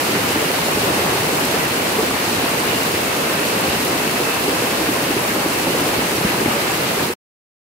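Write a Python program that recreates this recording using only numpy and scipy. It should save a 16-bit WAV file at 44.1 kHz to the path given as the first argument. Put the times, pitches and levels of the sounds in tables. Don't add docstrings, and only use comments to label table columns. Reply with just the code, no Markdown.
import sys
import numpy as np
from scipy import signal
from scipy.fft import rfft, irfft
from scipy.io import wavfile
from scipy.ndimage import uniform_filter1d

SR = 44100
rng = np.random.default_rng(int(sys.argv[2]) if len(sys.argv) > 2 else 0)


def generate_wav(sig):
    pcm = np.round(np.clip(np.atleast_2d(sig).T, -1, 1) * 32767).astype(np.int16)
    wavfile.write(sys.argv[1], SR, pcm)


N = 340893
TIME = np.arange(N) / SR
FREQS = np.arange(N // 2 + 1) * SR / N
SIDES = np.array([[1], [-1]])

# (time [s], level [dB])
WHISTLE_LEVEL = [(0, -60), (2.5, -52), (2.9, -43), (3.3, -38.5), (3.5, -43), (3.65, -40), (3.9, -42),
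                 (4.1, -38), (4.3, -34.5), (4.5, -37), (4.7, -40), (4.95, -40), (5.3, -50), (5.58, -39),
                 (5.9, -40), (6.1, -52), (7.1, -55)]
# (pitch [Hz], relative level [dB])
WHISTLE_PARTIALS = [(2586, -2.5), (2638, -1), (2691, -4)]
# (time [s], relative level [dB], pitch [Hz])
SPRAY_SHEETS = [(2.41, -36.5, 2730), (2.69, -30, 2810), (3.62, -33, 2820), (5.62, -35, 2900)]
# (time [s], relative peak [dB], left minus right [dB])
HEAVY_DROPS = [(.716, -4, -1), (1.453, 0, -0.5), (3.699, -4, -7.5), (3.850, -1.5, -5.5), (4.028, -9, 4.5),
               (6.406, -6.5, 3.5)]
# (time [s], level [dB], pitch [Hz], slosh length [s], ring decay [cycles])
AIR_POCKETS = [(.092, -16, 380, .016, 2.2), (.160, -12.5, 310, 0.015, 1.6), (.276, -17, 328, .02, 3),
               (.306, -18, 340, .012, 2.5), (.359, -14.5, 304, .012, 4.1), (.770, -17.5, 390, .02, 2.4),
               (.897, -15.5, 290, .03, 2.5), (.968, -16, 320, .03, 3.5), (.990, -16, 520, .03, 4.5),
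               (1.120, -20.5, 370, 0.021, 3), (1.286, -13, 450, .024, 1.8), (1.540, -13, 420, .018, 2.6),
               (1.985, -13.5, 421, 0.021, 5), (2.027, -17, 313, 0.022, 4), (2.382, -15.5, 266, .02, 2.9),
               (2.942, -15, 250, .025, 2.1), (4.200, -12, 340, .012, 2.2), (4.480, -15, 375, .016, 5.5),
               (4.810, -15, 300, .013, 2.2), (4.889, -13.5, 288, .024, 2.6), (5.100, -15.5, 276, .022, 3.1),
               (5.166, -13.5, 380, 0.04, 2.8), (5.362, -12.5, 295, 0.016, 2.9),
               (5.460, -13.5, 300, .018, 1.3), (5.670, -14, 258, .02, 3.3), (5.748, -16.5, 474, .033, 3),
               (5.813, -15, 357, .024, 3), (5.981, -11, 160, .011, 0.9), (6.247, -8.5, 177, .014, 1.1),
               (6.304, -14.5, 310, .015, 1.9), (6.406, -15.5, 277, 0.014, 2), (6.458, -14, 275, 0.013, 2.6),
               (6.479, -12.5, 240, .012, 1.4), (6.567, -15.5, 425, .045, 2.7),
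               (6.977, -13.5, 400, .036, 2.5), (7.100, -13.5, 351, .014, 2.2)]
# (time [s], churn level [dB])
CURRENT = [(0, -24), (0.3, -23.5), (0.6, -24), (0.95, -21.5), (1.3, -23), (1.5, -24), (1.7, -24),
           (2.0, -23), (2.2, -24.5), (2.8, -24), (3.3, -24), (3.6, -23.5), (4.3, -24.5), (4.55, -23.5),
           (5.15, -24), (5.55, -23.5), (5.8, -22.8), (6.2, -24), (6.45, -23.5), (6.72, -24.5), (7.0, -23.5)]
# (frequency [Hz], relative spectral level [dB])
ROAR_SPECTRUM = [(45, -24.5), (70, -12), (150, -3.5), (290, -1.5), (420, -1.5), (650, -3.5), (850, -4.5),
                 (1300, -7), (2800, -8.5), (3400, -13.5), (4250, -12.5), (5200, -16), (6500, -18),
                 (12000, -18.5), (15400, -23)]
# (frequency [Hz], correlation [-1..1])
PORT_LIKENESS = [(60, 0.98), (200, 0.99), (400, 0.88), (700, 0.17), (1150, 0.089), (1500, -0.081),
                 (2500, 0.12), (3600, -0.081), (7000, -0.013)]
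# (frequency [Hz], left minus right [dB])
PORT_COLOUR = [(250, 0.3), (480, -1.7), (850, 1.5), (1250, -0.5), (2300, -0.5), (2800, -1.5), (3500, 0.5),
               (4600, -3), (6500, -0.7), (8200, 2.5), (11500, 2), (15000, 3.5)]
# (time [s], gain [0..1])
FADE_OUT = [(7.04, 1), (7.09, .78), (7.125, .66), (7.137, .45), (7.139, .06), (7.155, 0)]


def undb(db):
    return 10 ** (np.asarray(db) / 20)


def unit(x):
    return x / np.sqrt(np.mean(x ** 2))


def over_time(points):
    return np.interp(TIME, *np.transpose(points))


def over_frequency(points):
    hz, value = np.transpose(points)
    return np.interp(np.log(FREQS + 1), np.log(hz), value)


def equalise(x, db):
    return irfft(rfft(x) * undb(db), N)


def wander(per_s):
    hold = max(int(SR / per_s), 1)
    steps = np.repeat(rng.standard_normal(N // hold + 3), hold)
    return unit(uniform_filter1d(steps[rng.integers(hold):][:N], hold))


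def add(out, start_s, sound):
    i = int(np.clip(start_s * SR, 0, N - 1))
    out[..., i:i + sound.shape[-1]] += sound[..., :N - i]


def at_ports(pair):
    likeness = np.clip(over_frequency(PORT_LIKENESS), -.99, .99)
    mid, side = rfft(pair) * np.sqrt([1 + likeness, 1 - likeness])
    return irfft(mid + SIDES * side, N)


def ring(hz, cycles, rise):
    age = np.arange(int(2 * np.pi * cycles * SR / hz) + 2) * hz / SR
    phase = age * (1 + rise * age / (2 * np.pi * cycles))
    attack = 1 - np.exp(-2 * np.pi * age)
    wave = attack * np.exp(-age / cycles) * np.sin(2 * np.pi * phase)
    return wave / np.abs(wave).max()


def whistle(waver_hz, flicker_db, pan_db):
    out = 0
    for hz, db in WHISTLE_PARTIALS:
        phase = 2 * np.pi * np.cumsum(hz + waver_hz * wander(15)) / SR
        flare = unit(undb(flicker_db * wander(9)))
        out = out + undb(db) * flare * np.sin(phase)
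    return out * undb(over_time(WHISTLE_LEVEL) + SIDES * pan_db / 2)


def rain_and_spray(per_s, scatter_db, low_hz, tilt_db):
    landings = rng.random((2, N)) < per_s / SR
    strength = undb(scatter_db * np.minimum(rng.exponential(size=(2, N)), 4))
    clicks = landings * strength * rng.choice([-1, 1], (2, N))
    low_cut_db = -10 * np.log10(1 + (low_hz / (FREQS + 1)) ** 2)
    treble_db = tilt_db * np.log2(1 + FREQS / low_hz)
    return unit(equalise(clicks, low_cut_db + treble_db))


def fizzes(gain_db, spread_octaves, count, forming_s, cycles):
    out = np.zeros((2, N))
    for start_s, db, hz in SPRAY_SHEETS:
        for late, detune, port in rng.random((count, 3)):
            bubble = ring(hz * 2 ** (spread_octaves * (detune - .5)), cycles, rise=0)
            add(out[int(2 * port)], start_s + late * forming_s, undb(db + gain_db) * bubble)
    return out


def near_drops(gain_db, light_db, spread_db, light_count):
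    out = np.zeros((2, N))
    tick = ring(hz=11000, cycles=.45, rise=0)
    light_drops = [(when * N / SR, light_db, spread_db * (2 * side - 1))
                   for when, side in rng.random((light_count, 2))]
    for start_s, db, pan_db in HEAVY_DROPS + light_drops:
        add(out, start_s, undb(db + gain_db + SIDES * pan_db / 2) * tick)
    return out


def bubbles(per_s, low_hz, high_hz, cycles, rise, scatter_db, sizes=24):
    out = np.zeros((2, N))
    per_size = int(per_s * N / SR / sizes)
    for hz in np.geomspace(low_hz, high_hz, sizes):
        when, port, softness, polarity = rng.random((per_size, 4)).T
        strength = undb(-scatter_db * np.log(.02 + softness)) * np.sign(polarity - .5)
        strikes = np.zeros((2, N))
        strikes[(2 * port).astype(int), (when * N).astype(int)] = strength
        ringing = signal.oaconvolve(strikes, ring(hz, cycles, rise)[None], axes=1)[:, :N]
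        out += ringing * (low_hz / hz) ** (1 / 4)
    return unit(at_ports(out))


def slaps(rise, shred_db, shred_octaves, shred_cycles, shreds):
    out = np.zeros(N)
    for start_s, db, hz, slosh_s, cycles in AIR_POCKETS:
        add(out, start_s, -undb(db) * ring(hz, cycles, rise))
        for late, small in rng.random((shreds, 2)):
            shred = ring(1.1 * hz * 2 ** (shred_octaves * small ** 2), shred_cycles, rise)
            gain = undb(db + shred_db) * (1 - late / 2) * (1 - small / 2)
            add(out, start_s + late * slosh_s, gain * shred)
    return out


def roar(surge_db, flicker_db, split_hz):
    noise = at_ports(rng.standard_normal((2, N)))
    spectrum = rfft(noise) * undb(over_frequency(ROAR_SPECTRUM))
    octave = np.clip(np.log2((FREQS + 1) / 60), 0, 8)
    rush = 0
    for k in range(9):
        band = irfft(spectrum * np.maximum(1 - np.abs(octave - k), 0), N)
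        depth = 1 / (1 + k / 4)
        motion_db = surge_db * wander(5) + flicker_db * wander(35)
        rush = rush + band * undb(depth * motion_db)
    churn = irfft(rfft(rush) / (1 + (FREQS / split_hz) ** 4), N)
    return unit(churn), unit(rush - churn)


def scene():
    churn_db = over_time(CURRENT)
    swell_db = churn_db - churn_db.mean()
    foam_db = -24.5 - 0.1163 * TIME + 0.18 * swell_db
    churn, foam = roar(surge_db=0.64, flicker_db=2.03, split_hz=830)
    gulps = bubbles(per_s=170, low_hz=256, high_hz=610, cycles=2.2, rise=0.24, scatter_db=3.5)
    babble = bubbles(per_s=600, low_hz=745, high_hz=2990, cycles=3, rise=.2, scatter_db=3)
    patter = rain_and_spray(per_s=900, scatter_db=6, low_hz=1500, tilt_db=-1.5)
    body = undb(churn_db) * (churn + undb(-8) * gulps)
    seethe = undb(foam_db) * (undb(3.5) * foam + undb(-6.5) * babble + undb(-8.5) * patter)
    whistling = whistle(waver_hz=1.5, flicker_db=2, pan_db=-3)
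    slapping = slaps(rise=.12, shred_db=-5.5, shred_octaves=1.3, shred_cycles=1.2, shreds=6)
    fizzing = fizzes(gain_db=5, spread_octaves=0.13, count=28, forming_s=.14, cycles=22)
    ticks = near_drops(gain_db=-1, light_db=-13.5, spread_db=13, light_count=12)
    return body + seethe + slapping + fizzing + ticks + whistling


def record(dry):
    low_cut = signal.butter(4, 50, "highpass", fs=SR, output="sos")
    high_cut = signal.ellip(12, .1, 80, 15650, fs=SR, output="sos")
    coloured = equalise(signal.sosfilt(low_cut, dry), SIDES * over_frequency(PORT_COLOUR) / 2)
    return signal.sosfilt(high_cut, coloured * over_time(FADE_OUT))


dry = scene()
out = record(dry)
generate_wav(out)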